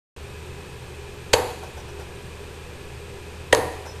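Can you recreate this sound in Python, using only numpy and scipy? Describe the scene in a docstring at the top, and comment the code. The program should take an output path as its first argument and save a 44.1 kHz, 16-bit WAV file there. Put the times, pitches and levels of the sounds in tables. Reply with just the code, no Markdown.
"""Two darts hitting a bristle board

Two steel-tipped darts hit a bristle board close to the microphone, in a small, fairly live room.
Each point crunches into the fibres (shaped noise), the dart rings and the board thuds (decaying modes);
the second dart clacks against the first. Further off, darts click faintly in the thrower's hand,
over a steady hum and hiss (resonant noise and wavering sines). The hits overload the microphone."""
import sys
import numpy as np
from scipy import signal
from scipy.fft import rfft, irfft
from scipy.io import wavfile

SR = 44100
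rng = np.random.default_rng(int(sys.argv[2]) if len(sys.argv) > 2 else 0)


def master(y):
    """Save y as 16-bit WAV."""
    cut = np.clip(np.atleast_2d(y).T, -1, 1)
    pcm = np.round(cut * 32767)  # scale
    wavfile.write(sys.argv[1], SR, pcm.astype(np.int16))


N = 176400
T = np.arange(N) / SR  # time axis, s
HZ = np.maximum(np.fft.rfftfreq(N, 1 / SR), 1)  # frequency axis, kept above zero for the logarithms

# The two hits: onset t/s, crunch level/dB, crunch length t/s, crunch tilt/(dB per octave),
# dart delay t/s, board delay t/s, diffuse tail level/dB, diffuse tail tilt/(dB per octave)
HITS = [(1.3312, -10, 0.0081, -1, .0037, .0075, -23, -0.5),
        (3.5252, -11.5, 0.0045, -0.6, .0029, 0.00595, -23, -0.64)]


def from_db(db):
    """Level definition: an amplitude ratio is 10 to the power dB/20."""
    return 10 ** (np.asarray(db) / 20)


def at_hz(points, hz):
    """Logarithmic pitch scale: a table is interpolated linearly along log frequency."""
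    log_points = [(np.log(f), value) for f, value in points]
    return np.interp(np.log(hz), *np.transpose(log_points))


def noise(gain):
    """Spectral shaping: white noise is weighted per frequency, then scaled to rms 1."""
    x = irfft(rfft(rng.standard_normal(N)) * gain, N)
    return x / np.std(x)


def resonance(hz, width):
    """Lorentzian peak: the gain halves at one width (Hz) from the centre."""
    return 1 / (1 + ((HZ - hz) / width) ** 2)


def dying(start, t60):
    """Exponential decay: the envelope jumps to 1 and loses 60 dB in every t60 seconds."""
    loss_db = 60 * np.maximum(T - start, 0) / t60
    return (T >= start) * from_db(-np.minimum(loss_db, 300))


def ring(start, hz, t60):
    """Free vibration: a struck mode is an exponentially decaying sine."""
    return dying(start, t60) * np.sin(2 * np.pi * hz * (T - start))


def crunch():
    """Friction noise: the point tears fibres, growing to full force halfway in, then the noise decays."""
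    # Fibre noise spectrum before the tilt: f/Hz, level/(dB per Hz)
    fibre_spectrum = [(100, 2.5), (240, -52), (500, -8), (1000, 2.5), (1350, -6), (1800, 2), (2600, 2),
                      (4000, 1), (5500, -5.5), (8000, -3.5), (9500, -8.5), (12500, -12.5)]
    start_db, t60 = -18, 0.025  # level at first contact, dB; decay after entry, s
    out = np.zeros(N)
    for s, db, length, tilt_db, *_ in HITS:
        growth = start_db * np.clip(1 - 2 * (T - s) / length, 0, 1)
        entering = ((T >= s) & (T < s + length)) * from_db(growth)
        fibres = noise(from_db(at_hz(fibre_spectrum, HZ) + tilt_db * np.log2(HZ)))
        out += from_db(db) * fibres * (entering + dying(s + length, t60))
    return out


def board():
    """Modal response: the pushed board thuds against its backing as a sum of damped modes."""
    # Modes of board and backing: f/Hz, t60 t/s, first hit level/dB, second hit level/dB (before the band-pass)
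    board_modes = [(322, 0.1, -44, -19.5), (380, 0.12, -48, -21.5), (449.6, 0.37, -22.5, -18),
                   (498, 0.044, -5.5, -6.5), (494, 0.48, -27, -29), (557, 0.025, -6, -1),
                   (584, 0.4, -42, -29), (640, 0.19, -44, -43), (753, 0.9, -35.5, -34),
                   (830, 0.18, -37, -31), (983, 0.17, -33, -24), (1165, 0.25, -40, -31)]
    # Band-pass around the thud: low f/Hz, high f/Hz
    thud_band = [340, 2000]
    thud = np.zeros(N)
    for k, (s, _, _, _, _, lag, *_) in enumerate(HITS):
        for hz, t60, *levels_db in board_modes:
            thud += from_db(levels_db[k]) * ring(s + lag, hz, t60)
    return signal.sosfilt(signal.butter(2, thud_band, "band", fs=SR, output="sos"), thud)


def dart_rings():
    """Modal response: the stopped dart's barrel and shaft ring as damped sines with bass-free onsets."""
    # Barrel and shaft modes: f/Hz, t60 t/s, first hit level/dB, second hit level/dB (before the high-pass)
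    dart_modes = [(950, 0.051, -14.5, -7), (1874, 0.029, -15, -5.5), (1995, 0.026, -35, -20),
                  (2234, 0.038, -17.5, -34), (2515, 0.019, -13.5, -25), (3050, 0.016, -31, -14),
                  (3217, 0.042, -17, -13), (4460, 0.048, -13.5, -41), (6500, 0.053, -18, -42),
                  (7630, 0.038, -24, -33), (9400, 0.027, -39, -18)]
    high_pass_hz = 610  # keeps the abrupt onsets free of bass
    rings = np.zeros(N)
    for k, (s, _, _, _, lag, *_) in enumerate(HITS):
        for hz, t60, *levels_db in dart_modes:
            rings += from_db(levels_db[k]) * ring(s + lag, hz, t60)
    return signal.sosfilt(signal.butter(2, high_pass_hz, "high", fs=SR, output="sos"), rings)


def clacks():
    """Impact of hard bodies: point and dart-on-dart contacts are noise dying within milliseconds."""
    # Contacts: t/s, level/dB
    contacts = [(1.3321, -8), (3.5292, -9), (3.549, -4)]
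    # Contact spectrum: f/Hz, level/(dB per Hz)
    contact_spectrum = [(500, -4), (2000, 0.5), (4000, -5), (6500, -5.5), (9000, -19), (12500, -32)]
    t60 = 0.0045  # s
    envelope = sum(from_db(db) * dying(s, t60) for s, db in contacts)
    return noise(from_db(at_hz(contact_spectrum, HZ))) * envelope


def hand():
    """Soft and hard contact: soft knocks swell and decay, barrels clink as narrow-band noise."""
    # Darts shifted in the hand: t/s, level/dB (before the rise and decay)
    shifts = [(1.624, -32), (1.765, -35), (1.874, -39), (1.988, -34), (3.851, -32)]
    # Knock spectrum: f/Hz, level/(dB per Hz)
    knock_spectrum = [(250, -12), (500, 7), (900, 10), (1200, -8), (1500, 3), (2500, -19), (6000, -14.5),
                      (12000, -16.5)]
    # Barrels touching: t/s, level/dB
    touches = [(1.639, -55), (1.777, -52.5), (1.884, -60), (2.000, -59), (3.863, -45), (3.895, -56)]
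    # Barrel resonances: f/Hz each
    barrel_hz = [5240, 5850]
    knock_rise, knock_t60, clink_t60 = .012, .15, .3  # s
    chatter_hz = 35  # resonance width, Hz: makes the clinks flutter
    knocks = np.zeros(N)
    for s, db in shifts:
        rise = np.clip((T - s) / knock_rise, 0, 1)
        knocks += from_db(db) * rise * dying(s, knock_t60)
    clinks = sum(from_db(db) * dying(s, clink_t60) for s, db in touches)
    barrels = noise(sum(resonance(hz, chatter_hz) for hz in barrel_hz))
    return knocks * noise(from_db(at_hz(knock_spectrum, HZ))) + clinks * barrels


def diffuse_tail():
    """Diffuse decay: after each hit, the board, its wires and the flight shudder as smooth noise that dies
    away, with one low thump."""
    # Tail spectrum before the tilt: f/Hz, level/(dB per Hz)
    tail_spectrum = [(130, -9), (240, -15.5), (330, -5.5), (480, -13), (680, -3), (900, 3), (1150, -5),
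                     (1380, -11), (1850, -8.5), (3000, -20.5), (4500, -14.5), (5500, -28), (9300, -25),
                     (10300, -14), (12000, -16.5), (12700, -34)]
    tail_t60 = 0.61  # s
    thump_hz, thump_t60, thump_db = 89, .07, -22  # thump of the mounting: Hz, s, dB
    out = np.zeros(N)
    for s, _, _, _, _, lag, db, tilt_db in HITS:
        tail = noise(from_db(at_hz(tail_spectrum, HZ) + tilt_db * np.log2(HZ)))
        out += from_db(db) * dying(s + lag, tail_t60) * tail
        out += from_db(thump_db) * ring(s + lag, thump_hz, thump_t60)
    return out


def room(x):
    """Reverberation: convolution with discrete echoes and a noise response that decays band by band."""
    # Reverberation level against the direct sound: f/Hz, level/dB
    reverb_level = [(100, 1), (240, -9.5), (350, -2.5), (520, -9.5), (850, -7), (1050, -6.5), (1350, -11.5),
                    (2200, -14), (5000, -15.5), (8500, -13.5), (10500, -9.5), (12000, -14)]
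    # Reverberation time: f/Hz, t60 t/s
    reverb_t60 = [(200, 0.55), (600, 0.8), (2000, 0.87), (5000, 0.96), (12000, 0.82)]
    # Nearby surfaces: delay t/s, level/dB
    echoes = [(.0038, -29.5), (0.0117, -25), (.0185, -23), (.0385, -35.5)]
    reverb_delay = 0.00665  # s
    edges = np.geomspace(70, 15000, 23)  # band edges, Hz
    white, response = rng.standard_normal((4, N)), np.zeros(N)
    for k, (low, high) in enumerate(zip(edges, edges[1:])):
        hz = np.sqrt(low * high)
        fade = dying(reverb_delay, at_hz(reverb_t60, hz))
        decay = white[k % len(white)] * fade / np.linalg.norm(fade)
        band = signal.butter(3, [low, high], "band", fs=SR, output="sos")
        response += from_db(at_hz(reverb_level, hz)) * signal.sosfilt(band, decay)
    for delay, db in echoes:
        response[int(delay * SR)] += from_db(db)
    return signal.fftconvolve(x, response)[:N]


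def background():
    """Stationary noise and frequency modulation: hiss, air resonances and wavering fan tones."""
    # Hiss spectrum: f/Hz, level/(dB per Hz)
    hiss_spectrum = [(20, -5.5), (35, -7.5), (60, -7.5), (110, -6.5), (185, -10), (260, -16), (340, -13),
                     (480, -8.5), (640, -21), (780, -16), (1300, -20.5), (2100, -22.5), (2700, -21.5),
                     (3600, -24.5), (5500, -31), (8600, -31), (10000, -36), (12500, -35.5)]
    # Resonances in the air noise: f/Hz, width f/Hz, level/dB
    air_peaks = [(80.5, 5.6, -52), (121.6, 11, -49), (364, 9.3, -53), (406.4, 14, -49.5), (587, 17, -62),
                 (1672, 67, -59), (2386, 25, -63), (2557, 66, -56), (8460, 97, -65)]
    # Fan tones: f/Hz, level/dB
    fan_tones = [(77.5, -42.5), (128, -53.5), (164, -57), (409, -52), (980, -60.5), (2396, -61)]
    hiss_db = -41
    waver_hz, waver_rate_hz = 2.55, 4  # rms pitch deviation; width of its slow spectrum
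    air = sum(from_db(db) * noise(resonance(hz, width)) for hz, width, db in air_peaks)
    tones = np.zeros(N)
    for hz, db in fan_tones:
        pitch = hz + waver_hz * noise(resonance(0, waver_rate_hz))
        phase = 2 * np.pi * np.cumsum(pitch) / SR
        tones += from_db(db) * np.sqrt(2) * np.sin(phase)  # the root of 2 makes the level an rms
    hiss = from_db(hiss_db) * noise(from_db(at_hz(hiss_spectrum, HZ)))
    return air + tones + hiss


def scene():
    """Superposition: hits and handling, their reverberation and the background add."""
    direct = crunch() + board() + clacks() + hand()
    darts = dart_rings()
    dart_send_db = -2.5  # level of the dart rings sent into the reverberation, dB
    reverberant = room(direct + from_db(dart_send_db) * darts)
    return (direct + darts + diffuse_tail() + reverberant + background())[None]


def record(dry):
    """Saturation and band limiting: the microphone opens, rounds peaks, notches and cuts the treble."""
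    # Treble notch: low f/Hz, high f/Hz
    notch_band = [10640, 11420]
    overload, start, cutoff_hz = 0.91, .163, 12850  # amplitude ceiling; silent until, s; Hz
    x = overload * np.tanh(dry * (T >= start) / overload)
    x = signal.sosfilt(signal.butter(1, notch_band, "bandstop", fs=SR, output="sos"), x)
    return signal.sosfilt(signal.ellip(10, .2, 70, cutoff_hz, fs=SR, output="sos"), x)


dry = scene()
out = record(dry)
master(out)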